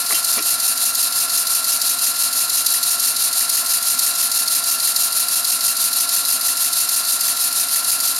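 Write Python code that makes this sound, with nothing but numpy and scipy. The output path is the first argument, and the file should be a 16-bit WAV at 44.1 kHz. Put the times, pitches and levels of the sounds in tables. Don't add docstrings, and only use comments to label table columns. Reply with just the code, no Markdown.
import sys
import numpy as np
from scipy import signal
from scipy.fft import rfft, irfft, next_fast_len
from scipy.io import wavfile

SR = 44100
rng = np.random.default_rng(int(sys.argv[2]) if len(sys.argv) > 2 else 0)


def gain_from_db(level_db):
    decades = np.asarray(level_db, float) / 20
    return 10 ** decades


def dump(signal):
    limited = np.clip(np.atleast_2d(signal).T, -1, 1)
    pcm = np.round(limited * 32767).astype(np.int16)
    wavfile.write(sys.argv[1], SR, pcm)


N = 361179
TIME_S = np.arange(N) / SR
START_TURN, TURN_COUNT = .7427, 52


def rms_one(x):
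    return x / np.sqrt(np.mean(x ** 2) + 1e-20)


def over_time(points):
    return np.interp(TIME_S, *np.transpose(points))


def at_hz(points, hz):
    point_hz, value = np.transpose(points)
    return np.interp(np.log(hz + 1), np.log(point_hz), value)


def humps(peaks, hz):
    power = 1
    for peak_hz, width_hz, db in peaks:
        power = power + (gain_from_db(db) ** 2 - 1) / (1 + (2 * (hz - peak_hz) / width_hz) ** 2)
    return np.sqrt(power)


def drift(rate):
    pole = np.exp(-80 * np.pi * rate / SR)
    noise = rng.standard_normal(N // 40 + 2002)
    slow = signal.lfilter([1], [1, -2 * pole, pole * pole], noise)[2000:]
    return np.interp(np.arange(N) / 40, np.arange(len(slow)), rms_one(slow))


def ring(clicks, hz, t60):
    decay, step = gain_from_db(-60 / (t60 * SR)), 2 * np.pi * hz / SR
    return signal.lfilter([0, np.sin(step)], [1, -2 * decay * np.cos(step), decay * decay], clicks + 1e-18)


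# pitch_hz, side_minus_mid [dB]
SIDE_DB = [(60, -41), (92, -43), (140, -34), (210, -27), (330, -28), (500, -53), (770, -10), (1170, -8),
           (1790, -24), (2740, -19.5), (4190, -21.5), (6410, -19), (9810, -25.5), (15000, -62)]


def coloured(gain_at, side_db):
    size = next_fast_len(N)
    hz = np.arange(size // 2 + 1) * SR / size
    both = rfft(rng.standard_normal((2, size))) * gain_at(hz)
    both[1] *= gain_from_db(at_hz(SIDE_DB, hz) + side_db)
    mid, side = irfft(both, size)[:, :N]
    return np.array([mid + side, mid - side]) / np.std(mid)


# shaft_order [multiple of shaft rate], level_db [dB rms]
ORDERS_DB = [(9, -65), (13, -64), (17, -62), (21, -62), (22, -52), (24, -49), (25, -56), (26, -59),
             (27, -59), (29, -59), (31, -59), (32, -60), (33, -56), (36, -49), (37, -57), (39, -53),
             (41, -56), (44, -50.5), (45, -49), (46, -42), (47, -38), (48, -46), (49, -49), (50, -52),
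             (52, -55), (54, -58), (57, -55), (58, -56), (59, -56), (66, -57)]
# pitch_hz, level_db [dB rms]
WEAK_ORDERS = [(40, -73), (100, -68.5), (500, -81), (900, -73), (2000, -74.5), (2800, -58), (3300, -78)]
# pitch_hz, width_hz, height_db
CASING = [(238, 55, 7.5), (712, 54, 15), (1057, 120, 9.5), (1342, 33, 10), (1714, 97, 5)]
# pitch_hz, level_db [dB per Hz]
RUMBLE = [(25, -36), (60, -20), (150, -12), (400, -10), (900, -9.5), (1300, -2.5), (2000, -0.5),
          (3500, -14.5), (6000, -35)]


def compressor():
    motor_hz, motor_start_s, rumble_db = 29.323, .0044, -39.5
    shaft = 2 * np.pi * motor_hz * (TIME_S - motor_start_s) + 0.0048 * drift(0.96)
    out = gain_from_db(rumble_db) * coloured(lambda hz: gain_from_db(at_hz(RUMBLE, hz)) * humps(CASING, hz), side_db=1.5)

    orders, angle = np.arange(2, 112), np.linspace(0, 2 * np.pi, 4097)
    level_db = at_hz(WEAK_ORDERS, orders * motor_hz) + 3.9 * rng.standard_normal(len(orders))
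    for order, db in ORDERS_DB:
        level_db[order - 2] = db + 1.04

    spread = 1.75 * (orders - 47) ** 2
    shift = 0.24 * np.clip(orders / 24, 0, 1) ** 2 * np.sign(rng.standard_normal(len(orders)))
    for group in range(4):
        k = slice(group, None, 4)
        swell = gain_from_db(1.0 * drift(3.9))
        for channel, sign in enumerate((1, -1)):
            phase = (spread + sign * shift)[k, None]
            one_turn = gain_from_db(level_db[k]) @ np.cos(np.outer(orders[k], angle) + phase)
            out[channel] += np.sqrt(2) * swell * np.interp(shaft % (2 * np.pi), angle, one_turn)
    return out


# start_s, peak_db, pitch_hz, t60_s
KNOCKS = [(0.102, -19, 1500, .008), (0.1016, -27, 480, .03), (.1075, -11, 2000, 0.012),
          (0.1088, -14, 1236, .04), (0.1252, -9.5, 2150, .015), (.126, -25, 710, 0.037),
          (.127, -28, 320, 0.083), (.18, -16.5, 1300, .018), (.14, -15, 2920, 0.072),
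          (.368, -28.5, 230, .07), (.371, -24.5, 640, 0.18), (0.375, -21, 2200, .08),
          (0.39, -28, 342, 0.12), (0.378, -23, 440, .08), (.380, -18, 1800, 0.053), (.382, -17, 1230, 0.03),
          (.384, -28, 1100, 0.06), (0.39, -15, 2620, 0.03), (.3885, -9, 5700, .005),
          (.3932, -4, 5200, .005)]


def knocks():
    out = np.zeros(N)
    for start_s, peak_db, hz, t60 in KNOCKS:
        click, at = np.zeros(SR // 2), round(start_s * SR)
        click[at + rng.integers(60, 600, size=5)] = 0.37 * rng.standard_normal(5)
        click[at] = 1
        pair = ring(click, .95 * hz, t60) + ring(click, 1.06 * hz, t60)
        no_thud = signal.butter(2, 0.41 * hz, "high", fs=SR)
        out[:SR // 2] += gain_from_db(peak_db - 9.5) * signal.lfilter(*no_thud, pair)
    return out


# start_s, speed [turns per s]
SPEED = [(0, 5.4094), (.5, 5.696), (1, 5.7434), (1.9, 5.8065), (2.6, 5.9966), (3.5, 6.0188), (4.4, 6.1899),
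         (6, 6.207), (6.5, 6.2656), (8.19, 6.3037)]


def crank_angle():
    return START_TURN + np.cumsum(over_time(SPEED)) / SR


def contact(crank, share, peak_db, hz, t60):
    play_turns = .004
    chance, clicks = rng.standard_normal((TURN_COUNT, 2)), np.zeros(N + 1)
    at = np.searchsorted(crank, np.arange(TURN_COUNT) + share + play_turns * chance[:, 0])
    clicks[at] = gain_from_db(peak_db) * np.sign(chance[:, 1]) * (at > 0)
    return ring(clicks[:N], hz, t60) - ring(clicks[:N], 1.121 * hz, t60)


# turn_share, peak_db, pitch_hz, t60_s
CONTACTS = [(.13, -30, 1876, 0.018), (0.12, -33, 2700, .03), (.33, -43, 1800, .025),
            (.41, -41, 1680, 0.017), (.41, -37.5, 700, 0.028), (0.185, -40, 244, 0.049),
            (.48, -41, 240, 0.032), (.595, -38, 250, 0.045), (.65, -36.5, 245, 0.042), (.79, -41, 242, .05),
            (.92, -41, 250, 0.058), (.02, -44, 245, .04), (.085, -18, 4700, .008), (.465, -18, 4800, .008)]
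# turn_share, peak_db, pitch_hz, t60_s
CROSSHEAD = (.562, -26.5, 1780, .016)


def linkage(crank):
    share, peak_db, hz, t60 = CROSSHEAD
    out = contact(crank, share, peak_db + 4.5 * rng.standard_normal(TURN_COUNT), hz, t60)
    for share, peak_db, hz, t60 in CONTACTS:
        out += contact(crank, share, peak_db + 1.4 * rng.standard_normal(TURN_COUNT), hz, t60)
    return out


# pitch_hz, level_db [dB per Hz]
AIR = [(1500, -25.5), (2400, -21), (3100, -15.5), (3600, -12), (4050, -2.5), (5000, -6), (6100, -10),
       (7500, -8), (8000, -15.5), (8350, -10.5), (8800, -2), (11500, -1.5), (13100, -12.5), (15600, -25.5)]
# pitch_hz, width_hz, height_db
PIPE = [(4500, 180, 2), (6700, 180, 3.5), (7520, 95, 3.5)]


def jet(opening, tilt, level_db, crank, rough_db):
    share, db = np.transpose(opening)
    gain_db = np.interp(crank % 1, share, db) + rough_db * (0.16 * drift(64) + drift(350))
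    hiss = coloured(lambda hz: gain_from_db(at_hz(AIR, hz) + at_hz(tilt, hz)) * humps(PIPE, hz), side_db=3.0)
    return gain_from_db(level_db + gain_db) * hiss


# turn_share, level_db
PUFF = [(.062, -18), (.083, -4), (.1, 1.5), (.125, -1), (.15, -6), (.2, -22)]
OUT_STROKE = [(.16, -22), (.22, -9), (.27, -3.5), (.36, -.5), (.42, -.5), (.465, 2), (.485, 1.5),
              (.503, -8), (.525, -24)]
RELEASE = [(.508, -26), (.533, 0), (.57, -2), (.62, -7), (.7, -25)]
BACK_STROKE = [(.52, -17), (.542, 0), (.58, 2.5), (.65, 0), (.72, -4.5), (.8, -5.5), (.85, -9), (.89, -20),
               (.95, -35)]
LEAK = [(0, 1), (.045, 2), (.065, -5.5), (.1, 6), (.2, 3), (.85, 3), (.95, -3), (1, 3)]
# pitch_hz, level_db
PUFF_TILT = [(2000, -7.5), (2800, -6.5), (4200, 3.5), (6200, 4), (10000, -0.5), (14000, 7)]
OUT_TILT = [(2000, -9), (2800, 5), (4200, 2.5), (6200, 6), (10000, 3.5), (14000, 9)]
RELEASE_TILT = [(2000, -12), (2800, -20), (4200, 0), (6200, 8.5), (10000, -9.5), (14000, 10.5)]
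BACK_TILT = [(2000, -1.5), (2800, 5), (4200, -5), (6200, 0.5), (10000, 1), (14000, 4.5)]
LEAK_TILT = [(2000, 0.5), (2800, 3), (4200, 3), (6200, 0.5), (10000, 0.5), (14000, 1)]
# start_s, level_db
PUFF_FORCE = [(0, -2), (1.8, -1), (3, 0.5), (4.2, -.5), (5.5, -1), (8.19, -1.5)]
# start_s, level_db
PRESSURE = [(0.0, -1), (8.19, -1)]
# pitch_hz, level_db, t60_s
CYLINDER = [(2570, -48, 0.051), (2748, -35.5, 0.038), (2900, -41.5, 0.028)]


def exhaust(crank):
    turn_spread_db = 2.1 * rng.standard_normal(TURN_COUNT)
    puff_db = -11 + turn_spread_db[crank.astype(int)] + over_time(PUFF_FORCE)
    air = jet(PUFF, PUFF_TILT, puff_db, crank, rough_db=1.8)
    air += jet(OUT_STROKE, OUT_TILT, -16.5, crank, rough_db=1.6)
    air += jet(RELEASE, RELEASE_TILT, -15.5, crank, rough_db=0.5)
    air += jet(BACK_STROKE, BACK_TILT, -15, crank, rough_db=1.34)
    air += jet(LEAK, LEAK_TILT, -24, crank, rough_db=0.3)
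    air *= gain_from_db(over_time(PRESSURE))
    air += sum(gain_from_db(db) * ring(air, hz, t60) for hz, db, t60 in CYLINDER)

    echo_s, echo_hz, echo_db = .0159, 7000, -9
    band = signal.butter(2, [echo_hz / 1.01, echo_hz * 1.37], "band", fs=SR, output="sos")
    echo = np.roll(signal.sosfilt(band, air), round(echo_s * SR), axis=1)
    return air + gain_from_db(echo_db) * echo * gain_from_db([[1.5], [-1.5]])


# pitch_hz, level_db
SHOP = [(300, -20), (1000, -9), (3000, -8), (7000, -11), (9000, -18), (15000, -18)]
# pitch_hz, left_minus_right [dB]
BALANCE_DB = [(450, 0), (740, -5), (1220, -2), (2000, -1), (6000, 1), (10000, .3), (12000, 0)]


def workshop(x):
    t60_s = 0.089
    size, time = next_fast_len(N + SR // 4), np.arange(SR // 8) / SR
    taps = rng.standard_normal(len(time)) * (rng.random(len(time)) < .02)
    taps *= gain_from_db(-60 * time / t60_s) * (time > .002)
    hz = np.arange(size // 2 + 1) * SR / size
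    room = 1 + gain_from_db(at_hz(SHOP, hz)) * rfft(taps / np.sqrt(np.sum(taps ** 2)), size)
    lean = gain_from_db(at_hz(BALANCE_DB, hz) * [[.5], [-.5]])
    return irfft(rfft(x, size) * room * lean, size)[:, :N]


def scene():
    crank = crank_angle()
    bench = workshop(knocks() + linkage(crank) + exhaust(crank))
    return bench + compressor() * gain_from_db([[-.1], [.1]])


# deepest_at [turn share], sinking_for [turn share], depth_db
DUCKS = [
    (.1, .03, 4.2),
    (.59, .19, 3.5),
]


def gain_control(crank):
    recover_db_per_turn = 21
    gain_db = np.zeros(N)
    for at, fall, depth_db in DUCKS:
        corners = [at - fall, at, at + depth_db / recover_db_per_turn]
        gain_db -= np.interp(crank % 1, corners, [0, depth_db, 0])
    return gain_db


def band_limit(x):
    return signal.sosfilt(signal.butter(12, 15940, fs=SR, output="sos"), x)


def record(dry):
    ceiling = .85
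    ducked = ceiling * np.tanh(dry * gain_from_db(gain_control(crank_angle())) / ceiling)
    bass_cut = signal.butter(2, 45, "high", fs=SR, output="sos")
    top_cut = signal.cheby2(10, 50, 17000, fs=SR, output="sos")
    mix = signal.sosfilt(np.r_[bass_cut, top_cut], ducked)
    return band_limit(mix)


dry = scene()
out = record(dry)
dump(out)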